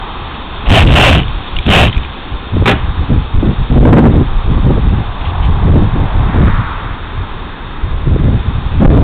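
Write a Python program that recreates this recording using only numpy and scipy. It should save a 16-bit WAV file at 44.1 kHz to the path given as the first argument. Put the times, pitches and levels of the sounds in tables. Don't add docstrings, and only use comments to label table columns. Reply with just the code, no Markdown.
import sys
import numpy as np
from scipy.fft import rfft, irfft, next_fast_len
from scipy.io import wavfile
from scipy.ndimage import map_coordinates

SR = 44100
rng = np.random.default_rng(int(sys.argv[2]) if len(sys.argv) > 2 else 0)


def dump_mix(stems):
    frames = np.atleast_2d(stems).T
    limited = np.clip(frames, -1, 1)
    pcm = np.round(limited * 32767).astype(np.int16)
    wavfile.write(sys.argv[1], SR, pcm)


N = 398223

# (frequency [Hz], level [dB])
GRIT_SPECTRUM = [(100, -16), (400, 5), (1000, 1), (2000, 0.5), (3400, -3), (4200, -6.5), (6000, -50)]


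def amp(db):
    return 10 ** (np.asarray(db) / 20)


def unit(x):
    return x / np.sqrt(np.mean(x ** 2) + 1e-20)


def curve(rows):
    return np.interp(np.arange(N) / SR, *np.transpose(rows))


def wobble(rate_hz):
    knots = rng.standard_normal(int(N * rate_hz / SR) + 4)
    return map_coordinates(knots, [np.arange(N) * rate_hz / SR])


def filtered(x, response):
    size = next_fast_len(len(x) + SR // 2)
    return irfft(rfft(x, size) * response(np.fft.rfftfreq(size, 1 / SR)), size)[:len(x)]


def coloured(x, spectrum):
    hz, db = np.transpose(spectrum)
    return filtered(x, lambda f: amp(np.interp(np.log(f + 1), np.log(hz), db)))


def noise(spectrum, size=N):
    return unit(coloured(rng.standard_normal(size), spectrum))


def gliding_noise(spectrum, speed):
    return map_coordinates(noise(spectrum, size=2 * N), [np.cumsum(speed)], order=1)


def resonate(x, modes):
    return filtered(x, lambda f: sum(amp(db) * 1j * f * width / (hz * hz - f * f + 1j * f * width)
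                                     for hz, width, db in modes))


def rumble(level_db=-28.5):
    # (frequency [Hz], level [dB])
    spectrum = [(12, -6), (28, -0.5), (60, -13.5), (100, -18), (200, -11.5), (390, -15), (600, -21.5),
                (1000, -33.5), (3000, -60)]
    return amp(level_db) * noise(spectrum)


def traffic(rush_db=-35, car_db=-24.8, nearest_s=6.44, half_width_s=.135, waver_db=.54):
    # (frequency [Hz], level [dB])
    roar_spectrum = [(300, -22.5), (640, -9.5), (790, -1), (1000, -1.5), (1180, -1.5), (1450, -11),
                     (2500, -29.5)]
    # (time [s], level [dB])
    roar_levels = [(0.1, -27.5), (1.4, -31.5), (2.3, -32.5), (2.9, -29), (3.3, -31.5), (5.0, -28.5),
                   (5.3, -26), (6.1, -25), (6.6, -22), (7.05, -30.5), (8, -33.5), (9, -31)]
    # (time [s], centre [Hz])
    roar_centres = [(0, 1035), (4.6, 1024), (6.2, 925.3), (6.65, 1181), (7, 1088), (9, 1041)]
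    # (frequency [Hz], level [dB])
    rush_spectrum = [(800, -21.5), (1100, -4), (1300, 0.5), (1650, -0.5), (2100, -5), (2600, -12),
                     (3500, -20.5)]
    centre_hz = curve(roar_centres)
    tyres = gliding_noise(roar_spectrum, centre_hz / np.median(centre_hz))
    roar = amp(curve(roar_levels) + waver_db * wobble(10)) * tyres
    car = amp(car_db) / np.hypot(1, (np.arange(N) / SR - nearest_s) / half_width_s)
    return roar + np.hypot(amp(rush_db), car) * amp(waver_db * wobble(9.8)) * noise(rush_spectrum)


def suction(gain_db=.5, waver_db=.54):
    # (frequency [Hz], level [dB])
    hiss_spectrum = [(1200, -26), (2100, -9.5), (2570, 0), (2850, -4.5), (3200, -0.5), (3620, 1.5),
                     (3900, -4), (4600, -1), (6000, -36)]
    # (time [s], level [dB])
    hiss_levels = [(0, -33), (1.5, -31.5), (2.6, -35), (5.2, -36), (6.6, -36.5), (8.2, -39), (8.8, -35.5)]
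    # (frequency [Hz], width [Hz], level [dB])
    whine_modes = [(392, 13, -49), (1042, 30, -42.5), (2556, 130, -53), (3628, 76, -46.5)]
    out = amp(curve(hiss_levels) + gain_db + waver_db * wobble(25)) * noise(hiss_spectrum)
    for hz, width_hz, db in whine_modes:
        out += amp(db) * unit(resonate(rng.standard_normal(N), [(hz, width_hz, 0)]))
    return out


def gusts(rise_s=.03, fall_s=.025, swing_db=1.6, breeze_eddy_hz=42, breeze_swing_db=3):
    # (time [s], pressure [dB])
    breeze_levels = [(0, -26), (2.3, -27), (3.6, -22), (5.0, -17), (6.2, -14), (6.8, -24), (7.7, -25),
                     (8.6, -19)]
    # (start [s], length [s], pressure [dB], eddy rate [Hz])
    events = [(0.67, .52, -3.5, 100), (1.221, .15, -18, 42.2), (1.518, .08, -15.5, 41.9),
              (1.651, .22, -3.5, 88), (1.93, 0.088, -9.5, 50), (2.301, .06, -17.5, 40),
              (2.519, .11, -8, 66), (2.64, .1, -10, 135), (2.76, .15, -13.5, 52), (2.96, 0.058, -8, 55.2),
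              (3.081, .12, -5.5, 74), (3.33, .07, -4, 57.95), (3.42, 0.088, -6, 105),
              (3.57, 0.049, -5, 52.06), (3.69, .15, -2, 96), (3.85, .05, 1, 115), (3.91, .075, 4, 142),
              (4.01, .085, 0.5, 115), (4.11, .11, -3.5, 92), (4.279, .1, -12.5, 42), (4.441, .13, -3.5, 65),
              (4.62, 0.18, -5.7, 100), (4.814, .19, -11.5, 92), (5.351, .24, -8, 45), (5.609, 0.23, -2, 73),
              (5.91, .13, -7.5, 70), (6.11, 0.22, -9.8, 68), (6.33, .15, -3.3, 94), (6.487, .12, -9.5, 62),
              (6.789, 0.16, -18.5, 50), (7.152, 0.066, -12, 43), (7.809, 0.22, -14, 42),
              (8.04, .34, -7.3, 78), (8.44, 0.21, -14, 64), (8.70, 0.088, -8.5, 54.92),
              (8.79, .24, -0.7, 94)]
    t = np.arange(N) / SR
    power = amp(curve(breeze_levels) + breeze_swing_db * wobble(10)) ** 2
    weighted_hz = power * breeze_eddy_hz
    for start_s, length_s, db, hz in events:
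        build = np.clip((t - start_s) / rise_s, 0, 1)
        decay = np.exp(-np.maximum(t - start_s - length_s, 0) / fall_s)
        gust_power = (amp(db) * build * decay) ** 2
        power += gust_power
        weighted_hz += hz * gust_power
    return 10 * np.log10(power) + swing_db * wobble(30), weighted_hz / power


def wind(pressure_db, eddy_hz, gain_db=-.5, reference_hz=68.05, flutter_db=2.5, eddy_db=-28):
    # (frequency [Hz], level [dB])
    buffet_spectrum = [(8, -22.5), (20, -3.5), (35, -0.5), (60, -2.5), (105, -4), (160, -10), (250, -22),
                       (450, -42), (900, -50.5), (2000, -67), (5000, -81)]
    eddy_spectrum = [(100, -16.5), (250, -2), (500, -10), (1000, -13), (2500, -35), (5000, -53)]
    speed = np.clip((eddy_hz / reference_hz) ** .75, .5, 2)
    swirl = gliding_noise(buffet_spectrum, speed)
    eddies = unit(noise(eddy_spectrum) * amp(flutter_db * wobble(70)))
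    return amp(pressure_db + gain_db) * (swirl + amp(eddy_db) * speed * eddies)


def turbulence(pressure_db, eddy_hz, gain_db=-8.8, growth=1.25, reference_hz=100.6, flutter_db=4):
    tearing = noise([(50, -12), (140, -1.5), (230, 2), (380, -5.5), (600, -17), (1000, -26.5),
                     (2000, -39), (5000, -66.5)])
    level_db = growth * pressure_db + gain_db + flutter_db * wobble(60)
    return amp(level_db) * (eddy_hz / reference_hz) ** 2 * tearing


def strokes(light_touch_db=-31, slow_hz=48, fast_hz=120.2, slip_speed=.33, slip_width=.067):
    # (start [s], length [s], peak force [dB], judder [dB])
    events = [(0.655, 0.22, -4, 0), (0.86, .365, -1.3, -2), (1.655, .25, -2.3, -9)]
    t = np.arange(N) / SR
    force, shake, pace = np.zeros((3, N))
    for start_s, length_s, force_db, judder_db in events:
        speed = np.sin(np.pi * np.clip((t - start_s) / length_s, 0, 1))
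        touching = (t > start_s) & (t < start_s + length_s)
        force += touching * amp(force_db + light_touch_db * (1 - speed))
        shake += touching * amp(judder_db) / (1 + np.exp((slip_speed - speed) / slip_width))
        pace = np.maximum(pace, speed)
    return force, slow_hz + (fast_hz - slow_hz) * pace ** 2.6, shake


def scrape(grains_per_s=2500, flutter_db=.5, crunch_db=-.3, judder_db=1, jitter=.026):
    # (frequency [Hz], width [Hz], level [dB])
    nozzle_modes = [(626, 110, -1.5), (728, 79, 4.5), (1040, 110, -3), (1520, 1100, -11), (2460, 200, -4.5),
                    (2720, 260, 1.5), (3000, 150, -0.5)]
    force, judder_hz, shake = strokes()
    judder = np.sin(2 * np.pi * np.cumsum(judder_hz * (1 + jitter * wobble(60))) / SR)
    grains = (rng.random(N) < grains_per_s / SR) * rng.standard_normal(N)
    grains *= amp(flutter_db * wobble(160))
    ring = force ** .87 * unit(resonate(grains, nozzle_modes))
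    crunch = amp(crunch_db) * force * unit(coloured(grains, GRIT_SPECTRUM))
    return ring + crunch + amp(judder_db) * shake * judder


def ticks(t60_s=.023, rise_s=.0005, gain_db=.3, ring_gain=.81, snap_gain=.53):
    # (time [s], level [dB], pitch [Hz])
    hits = [(0.69, -4.5, 2570), (0.8729, -6.5, 2740), (0.9271, -5.5, 2510), (1.1928, -9, 2860),
            (1.2317, -13, 2980), (1.281, -14.5, 3370), (1.5649, -8, 2894), (1.5873, -8, 2390),
            (1.626, -13.5, 3360), (1.6642, -11.5, 2690), (1.6893, -7.5, 3020), (1.8822, -12.5, 3150),
            (1.8974, -16, 3100), (1.928, -9, 3120), (1.9462, -14, 3300), (1.9653, -14, 2456),
            (1.9775, -11, 2470), (2.0328, -14, 3010), (2.0482, -14.5, 2450)]
    snap_spectrum = [(1000, -21.5), (1900, -5.5), (2600, 1.5), (3400, 2.5), (5000, -22.5)]
    out, t = np.zeros(N), np.arange(SR // 20) / SR
    for start_s, db, hz in hits:
        tick = ring_gain * np.sin(2 * np.pi * hz * t) + snap_gain * noise(snap_spectrum, len(t))
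        envelope = amp(db + gain_db - 60 * t / t60_s) * (1 - np.exp(-t / rise_s))
        out[round(start_s * SR):][:len(t)] += envelope * tick
    return out


def surges(swing_hz=36.02, jitter=.25):
    # (time [s], half width [s], level [dB])
    events = [(0.696, 0.013, 5), (0.896, 0.015, -2), (3.785, .016, 6.5), (8.873, .03, 11)]
    t = np.arange(N) / SR
    swell = sum(amp(db) * np.exp(-((t - peak_s) / width_s) ** 2) for peak_s, width_s, db in events)
    hz = swing_hz * np.exp(jitter * wobble(40))
    return swell * np.sin(2 * np.pi * np.cumsum(hz) / SR)


def puffs(gain_db=-.3, rise_s=.0045):
    # (time [s], level [dB])
    slaps = [(2.563, -10.5), (2.619, -10.5), (3.113, -11.5), (3.425, -7), (3.467, -10.5), (3.491, -8),
             (3.709, -11), (3.772, -3.5), (3.85, 1.5), (3.932, 0.5), (3.971, 3), (4.022, -1.5),
             (4.064, -2.5), (4.211, -6), (4.663, -7.5), (4.704, -2.5), (4.771, -5), (5.731, -12.5),
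             (5.772, -6), (5.82, -9), (5.958, -9.5), (6.377, -12.5), (6.424, -12.5), (6.473, -8.5),
             (8.157, -10.5), (8.279, -9), (8.825, -0.5), (8.847, 7), (8.955, -7), (8.974, -1.5)]
    spectrum = [(40, -8), (130, -.5), (280, -2.5), (550, -12.5), (1000, -27.5), (3000, -62.5)]
    out, t = np.zeros(N + SR), np.arange(SR // 8) / SR
    envelope = t / rise_s * np.exp(1 - t / rise_s)
    for start_s, db in slaps:
        out[round(start_s * SR):][:len(t)] += amp(db + gain_db) * envelope * noise(spectrum, len(t))
    return out[:N]


def clatter(rise_s=.00084, ring_db=-8.5, crunch_db=-1.5, crunch_t60_s=.09, wall_db=-20, wall_t60_s=.51):
    # (time [s], level [dB])
    blows = [(2.657, -3.5), (2.675, 2.5), (2.692, -4), (2.711, -5.5)]
    # (frequency [Hz], level [dB], t60 [s])
    gutter_modes = [(397, -3, 0.18), (783, -5.5, 0.17), (981, -7, 0.16), (1254, -7.5, 0.19),
                    (1495, -12, .2), (1676, -2.5, 0.14), (2224, -4, 0.085), (2460, -7.5, 0.13),
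                    (2710, -5, 0.13), (2960, -14.5, .16), (3370, -13, 0.15)]
    wall_spectrum = [(200, -17.5), (400, -3.5), (1100, -1), (3000, -6.5), (5000, -30)]
    out, t = np.zeros(N), np.arange(SR // 2) / SR
    attack = 1 - np.exp(-t / rise_s)
    for start_s, blow_db in blows:
        ring = np.zeros(len(t))
        for hz, db, t60_s in gutter_modes:
            scatter_db, phase = rng.normal(0, [2, np.pi])
            ring += amp(ring_db + db + scatter_db - 60 * t / t60_s) * np.sin(2 * np.pi * hz * t + phase)
        crunch = amp(crunch_db - 60 * t / crunch_t60_s) * noise(GRIT_SPECTRUM, len(t))
        walls = amp(wall_db - 60 * t / wall_t60_s) * noise(wall_spectrum, len(t))
        out[round(start_s * SR):][:len(t)] += amp(blow_db) * attack * (ring + crunch + walls)
    return out


def rustles(half_width_s=.0091):
    # (time [s], level [dB])
    shifts = [(5.215, -29), (5.255, -28), (5.275, -29.5), (5.305, -31.5), (5.435, -28.5), (5.455, -29)]
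    t = np.arange(N) / SR
    swell = sum(amp(db) * np.exp(-((t - peak_s) / half_width_s) ** 2) for peak_s, db in shifts)
    return swell * noise([(1000, -20), (1700, -3.5), (3000, 3.5), (4200, -3), (6000, -41)])


def scene():
    pressure_db, eddy_hz = gusts()
    air = wind(pressure_db, eddy_hz) + turbulence(pressure_db, eddy_hz) + puffs() + surges()
    pole = scrape() + ticks() + rustles() + clatter()
    background = rumble() + traffic() + suction()
    return (air + pole + background)[None]


def record(dry, clip_level=.71, cutoff_hz=16000):
    # (frequency [Hz], gain [dB])
    speech_band = [(3650, 0), (3800, -1), (3950, -9.5), (4100, -12), (4300, -14), (4450, -27), (4600, -48),
                   (4800, -100)]
    overloaded = np.clip(dry[0], -clip_level, clip_level)
    crackling = np.clip(coloured(overloaded, speech_band), -clip_level, clip_level)
    return filtered(crackling, lambda hz: np.clip((cutoff_hz - hz) / 500 + .5, 0, 1))[None]


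dry = scene()
out = record(dry)
dump_mix(out)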